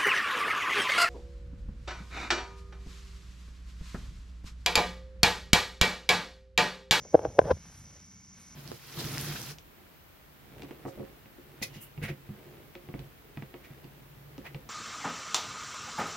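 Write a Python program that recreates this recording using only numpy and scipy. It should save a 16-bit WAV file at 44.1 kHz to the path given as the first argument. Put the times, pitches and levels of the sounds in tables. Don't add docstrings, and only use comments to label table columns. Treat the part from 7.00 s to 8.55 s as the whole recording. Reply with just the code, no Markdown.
import sys
import numpy as np
from scipy import signal
from scipy.fft import rfft, irfft
from scipy.io import wavfile

SR = 44100
rng = np.random.default_rng(int(sys.argv[2]) if len(sys.argv) > 2 else 0)


def wav_out(sig):
    wavfile.write(sys.argv[1], SR, np.round(np.clip(np.atleast_2d(sig).T, -1, 1) * 32767).astype(np.int16))


N = 68355

# frequency_hz, relative_db
RUMBLE_SPECTRUM = [(20, -40.5), (50, -5), (90, 1), (130, -3.5), (185, 1.5), (260, -11), (380, -18.5),
                   (800, -48.5), (4000, -70)]
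# frequency_hz, relative_db
AIR_SPECTRUM = [(60, -7), (400, -6.5), (1000, 1.5), (1800, 0.5), (2600, -2.5), (3800, -5.5), (6300, -2),
                (8000, -19), (12000, -31.5)]
# time_s, level_db
AIR_ENVELOPE = [(0, -65.5), (.55, -62.5), (.68, -61), (.87, -63.5), (.97, -62.5), (1.08, -66.5),
                (1.33, -67.5), (1.38, -61.5), (1.55, -62.5)]
# frequency_hz, relative_db
FIZZ_SPECTRUM = [(3000, -42), (6000, -7), (8000, 6), (10000, 3), (12300, -1), (14000, -5.5), (15200, -14),
                 (15700, -19.5)]
# time_s, relative_db
FIZZ_ENVELOPE = [(0.0, -83), (0.102, -77.5), (0.146, -71), (0.272, -75.5), (0.378, -71.5), (0.392, -67.5),
                 (0.4, -71), (0.47, -68), (0.586, -75), (0.79, -66.5), (0.872, -73.5), (1.308, -79.5),
                 (1.416, -67), (1.55, -73.5)]
# frequency_hz, relative_db
INSECT_SPECTRUM = [(2000, -63), (4000, -33.5), (4900, -12.5), (5600, -6), (5880, 4.5), (6100, -4.5),
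                   (6650, -1.5), (7300, -23.5), (8200, -25.5), (11000, -48)]
# time_s, level_db
INSECT_ENVELOPE = [(0, -55.5), (.11, -55.5), (.16, -59), (.75, -58), (1.25, -58), (1.55, -57.5)]
# frequency_hz, left_lead_rad
PORT_PHASE_LEAD = [(0, 0), (700, -.15), (1400, -.6), (2400, .5), (3200, 0), (5000, .25), (6000, 1.6),
                   (7400, 3.1), (8600, 4.3), (10200, 6.2), (11200, 6.5), (12200, 8.1), (13500, 9.4),
                   (15500, 10.4)]
# frequency_hz, relative_db
BUFFET_SPECTRUM = [(20, -34), (45, -7.5), (80, -3.5), (140, -6.5), (250, -19), (600, -52), (2000, -91.5)]
# time_s, level_db
BUFFET_ENVELOPE = [(0, -49.5), (.12, -75.5), (.18, -59.5), (.28, -40.5), (.36, -57), (.43, -37.5),
                   (.53, -34.5), (.58, -54), (.66, -58), (.84, -54.5), (1.05, -70), (1.55, -68.5)]
# time_s, level_db
RUB_ENVELOPE = [(0, -61), (.04, -64), (.06, -52), (.11, -68.5), (.128, -58), (.14, -28), (.16, -36.5),
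                (.185, -44.5), (.24, -39.5), (.275, -44), (.32, -51.5), (.365, -53.5), (.41, -44.5),
                (.435, -43), (.46, -38), (.495, -32.5), (.515, -21), (.535, -65), (.6, -74), (.68, -76.5),
                (.86, -75), (.96, -67.5), (1.06, -84.5), (1.34, -90), (1.385, -72), (1.44, -98)]
# frequency_hz, relative_db
POCK_SPECTRUM = [(30, -38), (130, -16.5), (210, -15.5), (310, -8), (430, -2), (560, 1), (680, -5.5),
                 (850, -14.5), (1000, -34), (1600, -41.5), (2500, -60.5), (4000, -75.5), (9000, -91)]
# frequency_hz, relative_db
CLICK_SPECTRUM = [(40, -28), (400, -11), (800, 12), (1500, 1.5), (1900, -7), (3300, -14.5), (4200, -26),
                  (5600, -12.5), (7200, -43.5), (9000, -41.5), (11500, -60.5), (15000, -80.5)]
# start_s, pock_db, click_db, ring_db, wobble_db
IMPACTS = [(.0505, -41.5, -47.5, -76.5, -67.5), (0.1438, -2, -50.5, -35.5, -48),
           (0.1501, -1, -33, -36.5, -34), (0.1725, -35, -61.5, -61, -34.5), (0.1923, -23, -30.5, -58, -56),
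           (0.2182, -43, -58, -53, -60), (0.232, -31.5, -58, -59.5, -55), (0.2484, -49.5, -51, -34.5, -49),
           (0.2516, -16.5, -26.5, -55, -46), (0.2579, -20, -40, -54, -43.5),
           (.3850, -14.5, -58.5, -43, -61.5), (0.3904, -1.5, -11, -16, -28.5),
           (.3920, -11.5, -48, -29.5, -42), (0.3969, -19, -44.5, -36, -34.5),
           (.4160, -24.5, -46.5, -35.5, -46), (.4548, -25.5, -63, -49, -66.5), (0.477, -31, -61, -67, -48),
           (0.4962, -28.5, -51, -55, -57), (.5122, -24.5, -42, -23, -20), (.5690, -45.5, -69.5, -58, -51),
           (.6550, -60, -53.5, -54.5, -62), (.6970, -56.5, -59.5, -59, -71), (.7260, -61, -54, -59, -61)]
# pitch_hz, relative_db, t60_s
RING_MODES = [(505, -20, .04), (810, -18.5, .018), (1022, -8.5, 0.044), (1400, -24.5, .014),
              (1545, -2, .017), (3300, -40, 0.039)]
# centre_s, half_width_s, level_db
SCUFF_STROKES = [(0.25, 0.0038, -54), (0.45, 0.0091, -49.5), (0.476, 0.017, -50), (0.5141, .007, -36.5)]
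# frequency_hz, relative_db
SCUFF_SPECTRUM = [(200, -24.5), (1000, 8), (1700, 1.5), (2500, -13.5), (3400, -8), (4300, -15),
                  (5700, -6.5), (7200, -26.5), (9800, -23.5), (13000, -50.5)]

RUMBLE_DB, FIZZ_GAIN_DB = -58, 2.5
CRICKET_HZ, CRICKET_SKIRT_HZ, CRICKET_DB = 2210, 186, -72.5
SLIPS_PER_S, SLIP_SPREAD_DB, RUB_GRIT_DB = 900, 5, -13.5
POCK_DELAY_S, POCK_SKEW = .0019, .12
HARD_PAN_DB = [[3], [-3]]
WOBBLE_HZ, WOBBLE_T60_S, WOBBLE_RISE_S = 80, .11, .006
JUDDER_CENTRE_S, JUDDER_HALF_WIDTH_S, JUDDER_JITTER_S = .510, .007, .00014
JUDDER_HZ, JUDDER_GLIDE_HZ_PER_S = 508, 1800
JUDDER_POCK_DB, JUDDER_CLICK_DB, JUDDER_RING_DB = -18, -29, -35
SCATTER_DB, SCATTER_T60_S, SCATTER_LOW_HZ, SCATTER_DELAY_S = -14, .019, 200, .004
CEILING, CUTOFF_HZ = .98, 15700


def amp(db):
    return 10 ** (np.asarray(db) / 20)


def unit(x):
    return x / np.sqrt(np.mean(x ** 2) + 1e-20)


def colour(points, hz):
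    frequencies, values = np.transpose(points)
    return np.interp(np.log(hz + 1), np.log(frequencies + 1), values)


def level(points):
    return amp(np.interp(np.arange(N) / SR, *np.transpose(points)))


def response(points, skew=1, size=4096):
    log_gain = np.log(amp(colour(points, abs(np.fft.fftfreq(size, 1 / SR)))))
    phase = -skew * signal.hilbert(log_gain).imag
    pulse = np.fft.fftshift(np.fft.ifft(np.exp(log_gain + 1j * phase)).real)
    return pulse / abs(pulse).max()


def through(x, impulse_response, start=0):
    return signal.fftconvolve(x, impulse_response)[start:start + N]


def noise(points, correlation):
    gain = amp(colour(points, np.fft.rfftfreq(N, 1 / SR)))
    mid, side = irfft(rfft(rng.standard_normal((2, N))) * gain, N)
    mid, side = mid * np.sqrt(1 + correlation), side * np.sqrt(1 - correlation)
    return unit(np.array([mid + side, mid - side]))


def flutter(depth_db, hz):
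    low_pass = np.exp(-(np.fft.rfftfreq(N, 1 / SR) / hz) ** 2)
    drift = irfft(rfft(rng.standard_normal(N)) * low_pass, N)
    return amp(depth_db * unit(drift))


def outdoors():
    rumble = amp(RUMBLE_DB) * noise(RUMBLE_SPECTRUM, correlation=1)
    air = level(AIR_ENVELOPE) * noise(AIR_SPECTRUM, correlation=.87) * flutter(depth_db=1, hz=60.03)
    fizz = level(FIZZ_ENVELOPE) * noise(FIZZ_SPECTRUM, correlation=.93) * flutter(depth_db=1.56, hz=90)
    return rumble + air + amp(FIZZ_GAIN_DB) * fizz


def insects():
    chorus = noise(INSECT_SPECTRUM, correlation=1) * flutter(depth_db=.82, hz=50)
    band = [(CRICKET_HZ / 2, -80), (CRICKET_HZ - CRICKET_SKIRT_HZ, -22), (CRICKET_HZ, 0),
            (CRICKET_HZ + CRICKET_SKIRT_HZ, -22), (CRICKET_HZ * 2, -80)]
    cricket = noise(band, correlation=.8) * flutter(depth_db=.6, hz=45)
    return level(INSECT_ENVELOPE) * chorus + amp(CRICKET_DB) * cricket


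def buffeting():
    return level(BUFFET_ENVELOPE) * noise(BUFFET_SPECTRUM, correlation=1)


def rub():
    strengths = rng.choice([-1, 1], N) * amp(SLIP_SPREAD_DB * rng.standard_normal(N))
    slips = strengths * (rng.random(N) < SLIPS_PER_S / SR)
    return level(RUB_ENVELOPE) * (unit(pock(slips)) + amp(RUB_GRIT_DB) * unit(click(slips)))


def pock(blows):
    pulse = signal.hilbert(response(POCK_SPECTRUM, POCK_SKEW)).imag
    return through(blows, pulse / abs(pulse).max(), len(pulse) // 2 - round(POCK_DELAY_S * SR))


def click(blows):
    pulse = response(CLICK_SPECTRUM)
    return through(blows, pulse, len(pulse) // 2)


def knocks():
    blows = np.zeros((4, N))
    for start_s, *levels_db in IMPACTS:
        blows[:, round(start_s * SR)] += amp(levels_db)
    pocks, clicks, rings, wobbles = blows
    hard = (click(clicks) + ring(rings)) * amp(HARD_PAN_DB)
    return pock(pocks) + hard + wobble(wobbles)


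def ring(blows):
    t = np.arange(SR // 4) / SR
    modes = sum(amp(db - 60 * t / t60) * np.sin(2 * np.pi * hz * t) for hz, db, t60 in RING_MODES)
    return through(blows, modes)


def wobble(blows):
    t = np.arange(SR // 4) / SR
    envelope = (1 - np.exp(-t / WOBBLE_RISE_S)) * amp(-60 * t / WOBBLE_T60_S)
    return through(blows, envelope * np.sin(2 * np.pi * WOBBLE_HZ * t))


def scuffs():
    t = np.arange(N) / SR
    strokes = sum(amp(db) * np.exp(-((t - centre) / width) ** 2) for centre, width, db in SCUFF_STROKES)
    return strokes * noise(SCUFF_SPECTRUM, correlation=.94) * flutter(depth_db=.5, hz=497)


def judder():
    t = np.arange(N) / SR - JUDDER_CENTRE_S
    sliding_s = np.clip(t, -2 * JUDDER_HALF_WIDTH_S, 2 * JUDDER_HALF_WIDTH_S)
    cycles = JUDDER_HZ * sliding_s + .5 * JUDDER_GLIDE_HZ_PER_S * sliding_s ** 2
    onsets = np.flatnonzero(np.diff(np.floor(cycles)))
    onsets += np.round(JUDDER_JITTER_S * SR * rng.standard_normal(64)[:len(onsets)]).astype(int)
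    slips = np.zeros(N)
    slips[onsets] = np.exp(-(t[onsets] / JUDDER_HALF_WIDTH_S) ** 2)
    hard = amp(JUDDER_CLICK_DB) * click(slips) + amp(JUDDER_RING_DB) * ring(slips)
    return amp(JUDDER_POCK_DB) * pock(slips) + hard * amp(HARD_PAN_DB)


def case_scatter(x):
    t = np.arange(SR // 10) / SR - SCATTER_DELAY_S
    paths = rng.standard_normal(len(t)) * amp(-60 * abs(t) / SCATTER_T60_S) * (t > 0)
    high_pass = signal.butter(1, SCATTER_LOW_HZ, "high", fs=SR, output="sos")
    rocking = through(signal.sosfilt(high_pass, x.mean(0)), paths / np.linalg.norm(paths))
    return x + np.outer([1, -1], amp(SCATTER_DB) * rocking)


def path_difference(x):
    phase = colour(PORT_PHASE_LEAD, np.fft.rfftfreq(N, 1 / SR))
    return irfft(rfft(x) * np.exp(.5j * np.outer([1, -1], phase)), N)


def scene():
    buffet = buffeting()
    structure_borne = case_scatter(knocks() + rub() + judder())
    airborne = path_difference(scuffs() + insects() + outdoors())
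    return buffet + structure_borne + airborne


def record(dry):
    rounded = dry / (1 + (dry / CEILING) ** 12) ** (1 / 12)
    low_pass = signal.firwin(511, CUTOFF_HZ, window=("kaiser", 9), fs=SR)
    return signal.oaconvolve(rounded, low_pass[None], "same")


dry = scene()
out = record(dry)
wav_out(out)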